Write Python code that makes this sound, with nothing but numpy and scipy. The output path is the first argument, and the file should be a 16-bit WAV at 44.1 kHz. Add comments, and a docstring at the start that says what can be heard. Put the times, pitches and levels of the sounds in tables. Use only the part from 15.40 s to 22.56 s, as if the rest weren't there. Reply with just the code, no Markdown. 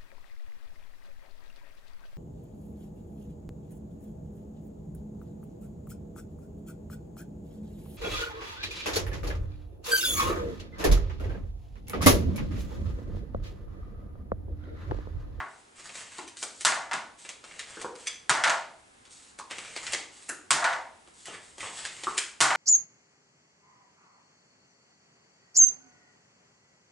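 """A live living room, at a table: wooden clothespins are unclipped from paper cards and dropped into a
small plastic box of pegs. Each drop clacks on the pegs, rings the box and thuds into the table; loose
pegs rock and settle. Between drops, cards slide with a grainy hiss and buckle with a hollow pop, jaws
click shut, and twice a steel spring pings. The room answers each sound, in narrow stereo."""
import sys
import numpy as np
from scipy import signal
from scipy.fft import rfft, irfft, next_fast_len
from scipy.io import wavfile
from scipy.ndimage import uniform_filter1d, map_coordinates

SR = 44100
rng = np.random.default_rng(int(sys.argv[2]) if len(sys.argv) > 2 else 0)


def transcribe(u):
    """Save the signal u as a 16-bit wav file named by the first command-line argument.

    u: samples, shape (n,) or (channels, n), limited to [-1, 1]; the rate is SR.
    q: integer samples, one column per channel.
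    """
    v = np.clip(np.atleast_2d(u).T, -1, 1)
    q = np.round(v * 32767).astype(np.int16)
    wavfile.write(sys.argv[1], SR, q)


N = 315756
GRID_HZ = np.fft.rfftfreq(8192, 1 / SR)

# Levels in a table are relative; each source adds its own gain.
# room tone: freq_hz, level_db
ROOM_TONE = [(12, -33), (20, -18), (69, -4), (157, -9.5), (227, -6), (280, -6.5), (439, -8.5), (688, -17),
             (745, -8.5), (806, -12), (1110, -12), (5540, -18.5), (8670, -15), (11000, -24), (14300, -85),
             (22000, -120)]
# room tone width: freq_hz, side_re_mid_db
ROOM_TONE_WIDTH = [(60, -40), (110, -8), (190, -7), (350, -2), (620, 7), (1110, 4), (1990, 2.5),
                   (3570, -2.5), (6390, -8), (11500, -8)]
# reverberation: freq_hz, t60_s
ROOM_DECAY = [(120, 0.438), (400, 0.69), (1200, 0.41), (3000, 0.44), (7000, 0.395), (11000, 0.31)]

# landings: start_s, level_db, hardness (0 sinks to the floor, 1 wood on wood), thud_re_walls_db
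DROPS = [(0.0024, -23, 0.12, -18), (1.2494, -13.5, 1, -26.5), (1.2654, -13, .55, -23),
         (1.3214, -19.5, 0.43, -35), (1.5124, -18.5, 0.34, -29), (1.5324, -20.5, 0.64, -19.5),
         (2.8946, -10.5, 0.72, -17.5), (3.0378, -10, 0.54, -38), (3.0744, -17, 0.54, -22),
         (3.0963, -15, 0.61, -30), (5.1064, -12.5, 0.94, -25), (5.1134, -20.5, 0.84, -11.5),
         (5.2214, -17, .05, -44), (5.242, -11.5, 0.45, -38), (5.328, -27, 0.57, -19),
         (7.0044, -15, .85, -16), (7.009, -13, 0.95, -16.5), (7.0239, -16, 0.85, -23.5),
         (7.0436, -16, 0.56, -41), (7.1053, -12.5, 0.29, -30), (7.1497, -18, 0.44, -27)]
# box wall modes: freq_hz, width_hz, level_db
BOX_WALL_MODES = [(930, 27, -8), (985, 143, 2), (1109, 30, 7.5), (1188, 300, 1.5), (1437, 220, 5),
                  (1480, 156, -3.5), (1670, 140, 1), (1796, 140, -0.5), (1996, 410, -2), (2280, 127, -13)]
# box floor modes: freq_hz, width_hz, level_db
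BOX_FLOOR_MODES = [(536.3, 75, -10.5), (632.5, 63, -1), (688, 64, 1), (779.5, 65, 2.5), (890, 146, 1)]
# peg contact: freq_hz, level_db
PEG_SPECTRUM = [(60, -89), (300, -20.5), (1000, -11.5), (2000, 3), (3500, 1.5), (4500, 1.5), (5500, 0.5),
                (7200, 3), (8500, 2), (11000, -10.5)]
# table thud under the box: freq_hz, level_db
THUD_SPECTRUM = [(30, -50), (80, -37), (108, -11), (133, 2.5), (165, -5.5), (235, -4), (340, -0.5),
                 (480, -5), (900, -39), (3000, -63.5)]

# card over the table or out of a peg's jaws: start_s, length_s, level_db, scrape_db (high when pressed)
STROKES = [(0.08, 0.12, -60.5, -10), (0.35, 0.13, -51.5, -0.5), (0.494, 0.35, -49, -1.5),
           (0.975, 0.051, -43, -19), (1.116, 0.12, -57, -12), (1.78, 0.15, -51, -8), (2.047, .38, -54.5, 3),
           (2.57, 0.11, -52, -4.5), (3.696, .2, -54, -11), (4.095, 0.51, -49, 0.5),
           (4.716, 0.24, -54, -7.5), (5.737, 0.15, -57, -20), (5.862, 0.095, -50, 7.5),
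           (6.0, 0.21, -56.5, -6), (6.197, 0.11, -45.5, 5), (6.322, 0.43, -44.5, -2)]
# card face: freq_hz, level_db
HISS_SPECTRUM = [(800, -41), (2500, -8.5), (4000, -3), (5500, -3.5), (8000, 2.5), (9500, -6.5),
                 (11000, -14)]
# card body: freq_hz, level_db
SCRAPE_SPECTRUM = [(50, -12), (140, -4.5), (400, -6), (900, 2.5), (2000, 3), (3200, 1), (7000, -28)]

# pegs clicking in the hand: start_s, level_db, wood_hz, knock_db, tilt_db_per_oct
CLICKS = [(0.397, -36.5, 1720, -11, -1), (0.4929, -34.5, 2100, -7.5, -5), (0.5536, -31.5, 2400, -10, -3),
          (0.7832, -30.5, 2170, -6, -3.5), (0.8774, -32.5, 1910, -31, 0), (0.969, -32, 1530, -33, 0.5),
          (1.0275, -19, 1510, -9.5, 2.5), (1.2085, -23.5, 2080, -18, 2.5), (1.8504, -34, 1870, -6.5, -5.5),
          (1.8907, -27, 2320, -12.5, -1.5), (2.0402, -35.5, 1400, -2.5, -3), (2.1931, -24, 2360, -30, -3),
          (2.4141, -27.5, 1940, -4, -1), (2.5543, -36.5, 1420, -10, -1), (2.67, -19.5, 2240, -22, -2.5),
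          (3.6532, -43, 1500, -8.5, -2), (3.9885, -30.5, 1520, -9.5, 0.5), (4.1097, -22.5, 2170, -8.5, -6),
          (4.1833, -28, 2140, -7.5, -2), (4.2483, -32, 1655, -25, -5), (4.3631, -23, 1900, -9, -4),
          (4.4665, -22, 2400, -33.5, -2.5), (4.5219, -22, 1830, -28, 2), (4.5336, -14.5, 2100, -12, -3.5),
          (4.891, -15.5, 1790, -16.5, 12), (5.675, -46, 1510, -2, 1), (5.856, -30.5, 1994, -28, 2.5),
          (6.1819, -32.5, 1910, -6, -0.5), (6.4513, -21, 1880, -16, -4), (6.6356, -24.5, 1926, -10, -2),
          (6.7786, -11, 1560, -26.5, 1)]
# peg wood modes: ratio to wood_hz, width_hz, level_db
PEG_MODES = [(1, 436, 7.5), (1.5, 424, 1), (2.85, 400, -8)]
# tabletop knock: freq_hz, level_db
KNOCK_SPECTRUM = [(40, -61), (140, -4), (350, 11.5), (800, 11.5), (1300, 11), (3000, -26), (9000, -60)]

# cards buckling, hands bumping the table: start_s, level_db, pop_hz, bump_db, bump_hz
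FLEXES = [(0.789, -29, 960, -10.5, 347), (1.541, -26.5, 980, -18, 220), (2.371, -36.5, 1560, -3.5, 464),
          (2.446, -23, 974, -10, 490), (3.998, -27.5, 1075, -35, 463), (4.897, -23.5, 1500, -19, 318),
          (5.883, -34.5, 686, -10.5, 413), (6.23, -31, 1100, -16, 537), (6.67, -15, 1180, -21.5, 377)]
# hand on the table: freq_hz, level_db
BUMP_SPECTRUM = [(40, -42), (140, -16), (260, -2.5), (350, 1), (470, -3), (620, -20), (950, -15),
                 (1450, -2), (2200, -31), (8000, -54)]

# pegs settling after a landing: start_s, length_s, initial_db
TUMBLES = [(1.3, .17, -32), (2.94, .095, -23), (3.038, .08, -21.5), (5.151, .07, -24), (5.241, .1, -22.5),
           (7.039, .11, -24.5)]

# spring pings: start_s, level_db
PINGS = [(1.8894, -34), (2.672, -8.5)]
# steel spring modes: freq_hz, width_hz, level_db
SPRING_MODES = [(2280, 290, -5), (3350, 140, 3), (4860, 200, -4), (6110, 170, 4), (7600, 150, -4)]


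def amp(db):
    """Decibels to gain."""
    return 10 ** (np.asarray(db) / 20)


def unit_rms(x):
    """Scale to rms 1."""
    return x / np.sqrt(np.mean(x ** 2) + 1e-20)


def unit_energy(x):
    """Scale to energy 1."""
    return x / (np.linalg.norm(x) + 1e-20)


def along(points, hz):
    """Interpolate (freq_hz, value) points on a log axis."""
    freqs_hz, values = np.transpose(points)
    return np.interp(np.log(hz + 1), np.log(freqs_hz), values)


def wobble(knots_per_s):
    """Smooth random curve."""
    return map_coordinates(rng.standard_normal(N // 20), [np.arange(N) * knots_per_s / SR], mode="wrap")


def filtered(x, gain):
    """Apply gain(hz), zero phase."""
    size = next_fast_len(N + SR // 2)
    return irfft(rfft(x, size) * gain(np.fft.rfftfreq(size, 1 / SR)), size)[..., :N]


def noise(spectrum):
    """Steady coloured noise, rms 1."""
    return unit_rms(filtered(rng.standard_normal(N), lambda hz: amp(along(spectrum, hz))))


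def add(track, start_s, sound):
    """Mix a sound into a stereo track."""
    start = max(round(start_s * SR), 0)
    part = track[:, start:start + sound.shape[1]]
    part += sound[:, :part.shape[1]]


def colour(spectrum, tilt_db_per_oct=0):
    """Power spectrum, sum 1; harder contact tilts the treble up."""
    octaves = np.log2(np.clip(GRID_HZ, SR / 20, None))
    power = amp(along(spectrum, GRID_HZ) + tilt_db_per_oct * octaves) ** 2
    return power / power.sum()


def resonances(modes):
    """Power spectrum of damped modes, sum 1."""
    hz, width_hz, db = np.transpose(modes)[:, :, None]
    detuning = (GRID_HZ - hz) / (.5 * width_hz)
    power = np.sum((amp(db) / (1 + detuning ** 2)) ** 2, axis=0)
    return power / power.sum()


def uneven(power, depth_db, spacing_hz=170):
    """Spectral ripple: each peg and contact point favours other modes."""
    ripple = map_coordinates(rng.standard_normal(512), [GRID_HZ / spacing_hz], mode="wrap")
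    rippled = power * amp(depth_db * np.tanh(ripple)) ** 2
    return rippled / rippled.sum()


def blow(*parts):
    """Minimum-phase ring of one blow on several (level_db, power spectrum) parts."""
    power = sum(amp(db) ** 2 * spectrum for db, spectrum in parts)
    cepstrum = irfft(np.log(power * len(power) + 1e-12) / 2)
    half = len(cepstrum) // 2
    cepstrum[1:half] *= 2
    cepstrum[half + 1:] = 0
    return irfft(np.exp(rfft(cepstrum)))


def chatter(t60_s, rise_s=0.00018, size=2048):
    """One contact as a dying flurry of tiny touches, energy 1."""
    t = np.arange(size) / SR
    fade = amp(-60 * t / t60_s) * (1 - np.exp(-t / rise_s))
    return unit_energy(rng.standard_normal(size) * fade)


def diffuse_tail(build_s):
    """Reverberation builds, then each frequency dies at its own rate."""
    hz, t, bins = signal.stft(rng.standard_normal(SR // 2), SR, nperseg=256)
    fade = amp(-60 * t / along(ROOM_DECAY, hz)[:, None])
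    return unit_energy(signal.istft(bins * fade * (1 - np.exp(-t / build_s)), SR, nperseg=256)[1])


def in_room(x, tail_db, contact=np.ones(1), echo_db=-6, early_db=-3, side_db=-10, echo_s=.0056, count=16):
    """Direct contact, one near echo, early wall reflections, tail; only the tail has width."""
    mid = amp(tail_db) * diffuse_tail(build_s=0.0029)
    side = amp(tail_db + side_db) * diffuse_tail(build_s=0.00067)
    mid[:len(contact)] += contact
    mid[int(echo_s * SR):][:len(contact)] += amp(echo_db) * contact
    delays_s = rng.uniform(.007, .025, count)
    mid[(delays_s * SR).astype(int)] += amp(early_db) * unit_energy(rng.standard_normal(count) / delays_s)
    return signal.fftconvolve(x[None], np.array([mid + side, mid - side]), axes=1)


def room_tone(level_db=-61.5):
    """Low house rumble and faint microphone hiss."""
    mid = noise(ROOM_TONE)
    side = filtered(noise(ROOM_TONE), lambda hz: amp(along(ROOM_TONE_WIDTH, hz)))
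    return amp(level_db) * np.array([mid + side, mid - side])


def peg_drops():
    """A peg clacks on other pegs, rings the box's walls and floor, thuds through to the table."""
    out = np.zeros((2, N))
    walls, floor, table = resonances(BOX_WALL_MODES), resonances(BOX_FLOOR_MODES), colour(THUD_SPECTRUM)
    soft, hard = np.array([-10, -7.2, -13.5]), np.array([8.93, -10.5, 2.3])
    for start_s, level_db, hardness, thud_db in DROPS:
        clack_db, floor_db, tilt_db_per_oct = (1 - hardness) * soft + hardness * hard
        clack = blow((level_db + clack_db + 10.5, colour(PEG_SPECTRUM, tilt_db_per_oct)))
        box = amp(level_db + 11.5) * blow((0, walls), (floor_db, floor), (thud_db, table))
        on_pegs, on_box = chatter(t60_s=0.017), chatter(t60_s=0.012)
        add(out, start_s, in_room(clack, tail_db=1.68, contact=on_pegs, echo_db=-2, early_db=-5.5))
        # the open box radiates mostly upwards, into the room
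        add(out, start_s, in_room(box, tail_db=5.5, contact=on_box))
    return out


def paper_bending(x, depth_db):
    """Bending paper shifts its resonances from moment to moment."""
    bins = signal.stft(x, nperseg=512)[2]
    patches = uniform_filter1d(rng.standard_normal(bins.shape), size=4, axis=0)
    patches = uniform_filter1d(patches, size=12, axis=1)
    return unit_rms(signal.istft(bins * amp(depth_db * unit_rms(patches)), nperseg=512)[1][:N])


def card_slides(attack_s=0.0079, release_s=0.016, swell_db_per_s=2, waver_db=2.63):
    """Paper catches and slips in tiny grains: hiss from its face, lower scrape from its body."""
    t = np.arange(N) / SR
    hiss_gain, scrape_gain = np.zeros((2, N))
    for start_s, length_s, level_db, scrape_db in STROKES:
        age_s = t - start_s
        touching = np.clip(np.minimum(age_s / attack_s, (length_s - age_s) / release_s) + .5, 0, 1)
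        swell_db = swell_db_per_s * np.clip(age_s, 0, length_s)  # the hand speeds up
        stroke = touching * amp(level_db + swell_db)
        hiss_gain += stroke
        scrape_gain += stroke * amp(scrape_db)
    grain_db = 5.2 * wobble(knots_per_s=600) + 2.2 * wobble(knots_per_s=40)
    hand_speed_db = waver_db * wobble(knots_per_s=16)
    friction = unit_rms(amp(grain_db + hand_speed_db))
    face = amp(-6.5) * hiss_gain * paper_bending(noise(HISS_SPECTRUM), depth_db=1)
    body = amp(-8.5) * scrape_gain * paper_bending(noise(SCRAPE_SPECTRUM), depth_db=2)
    return in_room(friction * (face + body), tail_db=4)[:, :N]


def peg_nudges(gap_s=.11, scatter_db=9, centre_hz=1850, knock_db=-18, tilt_db_per_oct=-8):
    """Extra CLICKS rows: a sliding card nudges pegs at random, louder on firmer strokes."""
    rows = []
    for start_s, length_s, level_db, scrape_db in STROKES:
        count = int(length_s / gap_s)
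        for k, (jitter, strength, pitch) in enumerate(rng.uniform(-1, 1, (count, 3))):
            nudge_s = start_s + length_s * (k + .5 + jitter / 2) / count
            nudge_db = level_db + scrape_db + 6 + scatter_db * strength
            rows.append((nudge_s, nudge_db, centre_hz * 2 ** (pitch / 3), knock_db, tilt_db_per_oct))
    return rows


def peg_clicks(slip_s=0.012, slip_db=-12, wood_db=-10.5):
    """A jaw slips briefly, then clicks shut, ringing the wood and faintly the tabletop."""
    out = np.zeros((2, N))
    for start_s, level_db, wood_hz, knock_db, tilt_db_per_oct in CLICKS + peg_nudges():
        wood = resonances([(wood_hz * ratio, width_hz, db) for ratio, width_hz, db in PEG_MODES])
        face = uneven(colour(PEG_SPECTRUM, tilt_db_per_oct), depth_db=4)
        click = amp(level_db + 13) * blow((0, face), (wood_db, wood), (knock_db, colour(KNOCK_SPECTRUM)))
        add(out, start_s, in_room(click, tail_db=-0.27, contact=chatter(t60_s=0.02)))
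        swell = np.linspace(0, 1, int(slip_s * SR))
        slip = unit_energy(rng.standard_normal(SR // 10)[:len(swell)] * swell)
        add(out, start_s - slip_s, amp(slip_db) * signal.fftconvolve(click, slip)[None])
    return out


def card_flexes(pop_width_hz=320, bump_width_hz=80):
    """A card buckles with one hollow note over a hand's dull bump on the table."""
    out = np.zeros((2, N))
    for start_s, level_db, pop_hz, bump_db, bump_hz in FLEXES:
        note = resonances([(pop_hz, pop_width_hz, 0)])
        thump = resonances([(bump_hz, bump_width_hz, 0)])
        pop = blow((0, note), (bump_db + 6.5, thump), (bump_db + 6, colour(BUMP_SPECTRUM)))
        add(out, start_s, amp(level_db + 12.5) * in_room(pop, tail_db=1))
    return out


def pegs_settling(knocks_per_s=80, fade_db_per_s=69, scatter_db=3, count=20):
    """Loose pegs rock against the box in small, uneven knocks, each on other modes."""
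    out = np.zeros((2, N))
    walls, floor = resonances(BOX_WALL_MODES), resonances(BOX_FLOOR_MODES)
    tick = colour(PEG_SPECTRUM, tilt_db_per_oct=-3)
    for start_s, length_s, initial_db in TUMBLES:
        jitter, strength = rng.standard_normal((count, 2)).T
        ages_s = np.abs(np.arange(count) + .35 * jitter) / knocks_per_s
        levels_db = initial_db - fade_db_per_s * ages_s + scatter_db * np.tanh(strength) + 12
        for age_s, level_db in zip(ages_s, levels_db):
            struck = uneven(walls, depth_db=4.5)
            if age_s < length_s:
                knock = blow((0, struck), (-4.5, floor), (-15, tick))
                add(out, start_s + age_s, amp(level_db) * knock[None])
    return in_room(out[0], tail_db=6.5)[:, :N]


def spring_pings():
    """A peg snapping shut in the air leaves its steel spring ringing."""
    out = np.zeros((2, N))
    ring = blow((0, resonances(SPRING_MODES)))
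    for start_s, level_db in PINGS:
        add(out, start_s, amp(level_db) * in_room(ring, tail_db=0.5))
    return out


def scene():
    """Pegs and cards, a touch to the left, over room tone."""
    table = peg_drops() + pegs_settling() + card_flexes() + card_slides() + spring_pings() + peg_clicks()
    return table * amp([[.12], [-.12]]) + room_tone()


def record(dry):
    """Steep low-pass."""
    cutoff_hz = 11120
    return filtered(dry, lambda hz: 1 / np.sqrt(1 + (hz / cutoff_hz) ** 260))


dry = scene()
out = record(dry)
transcribe(out)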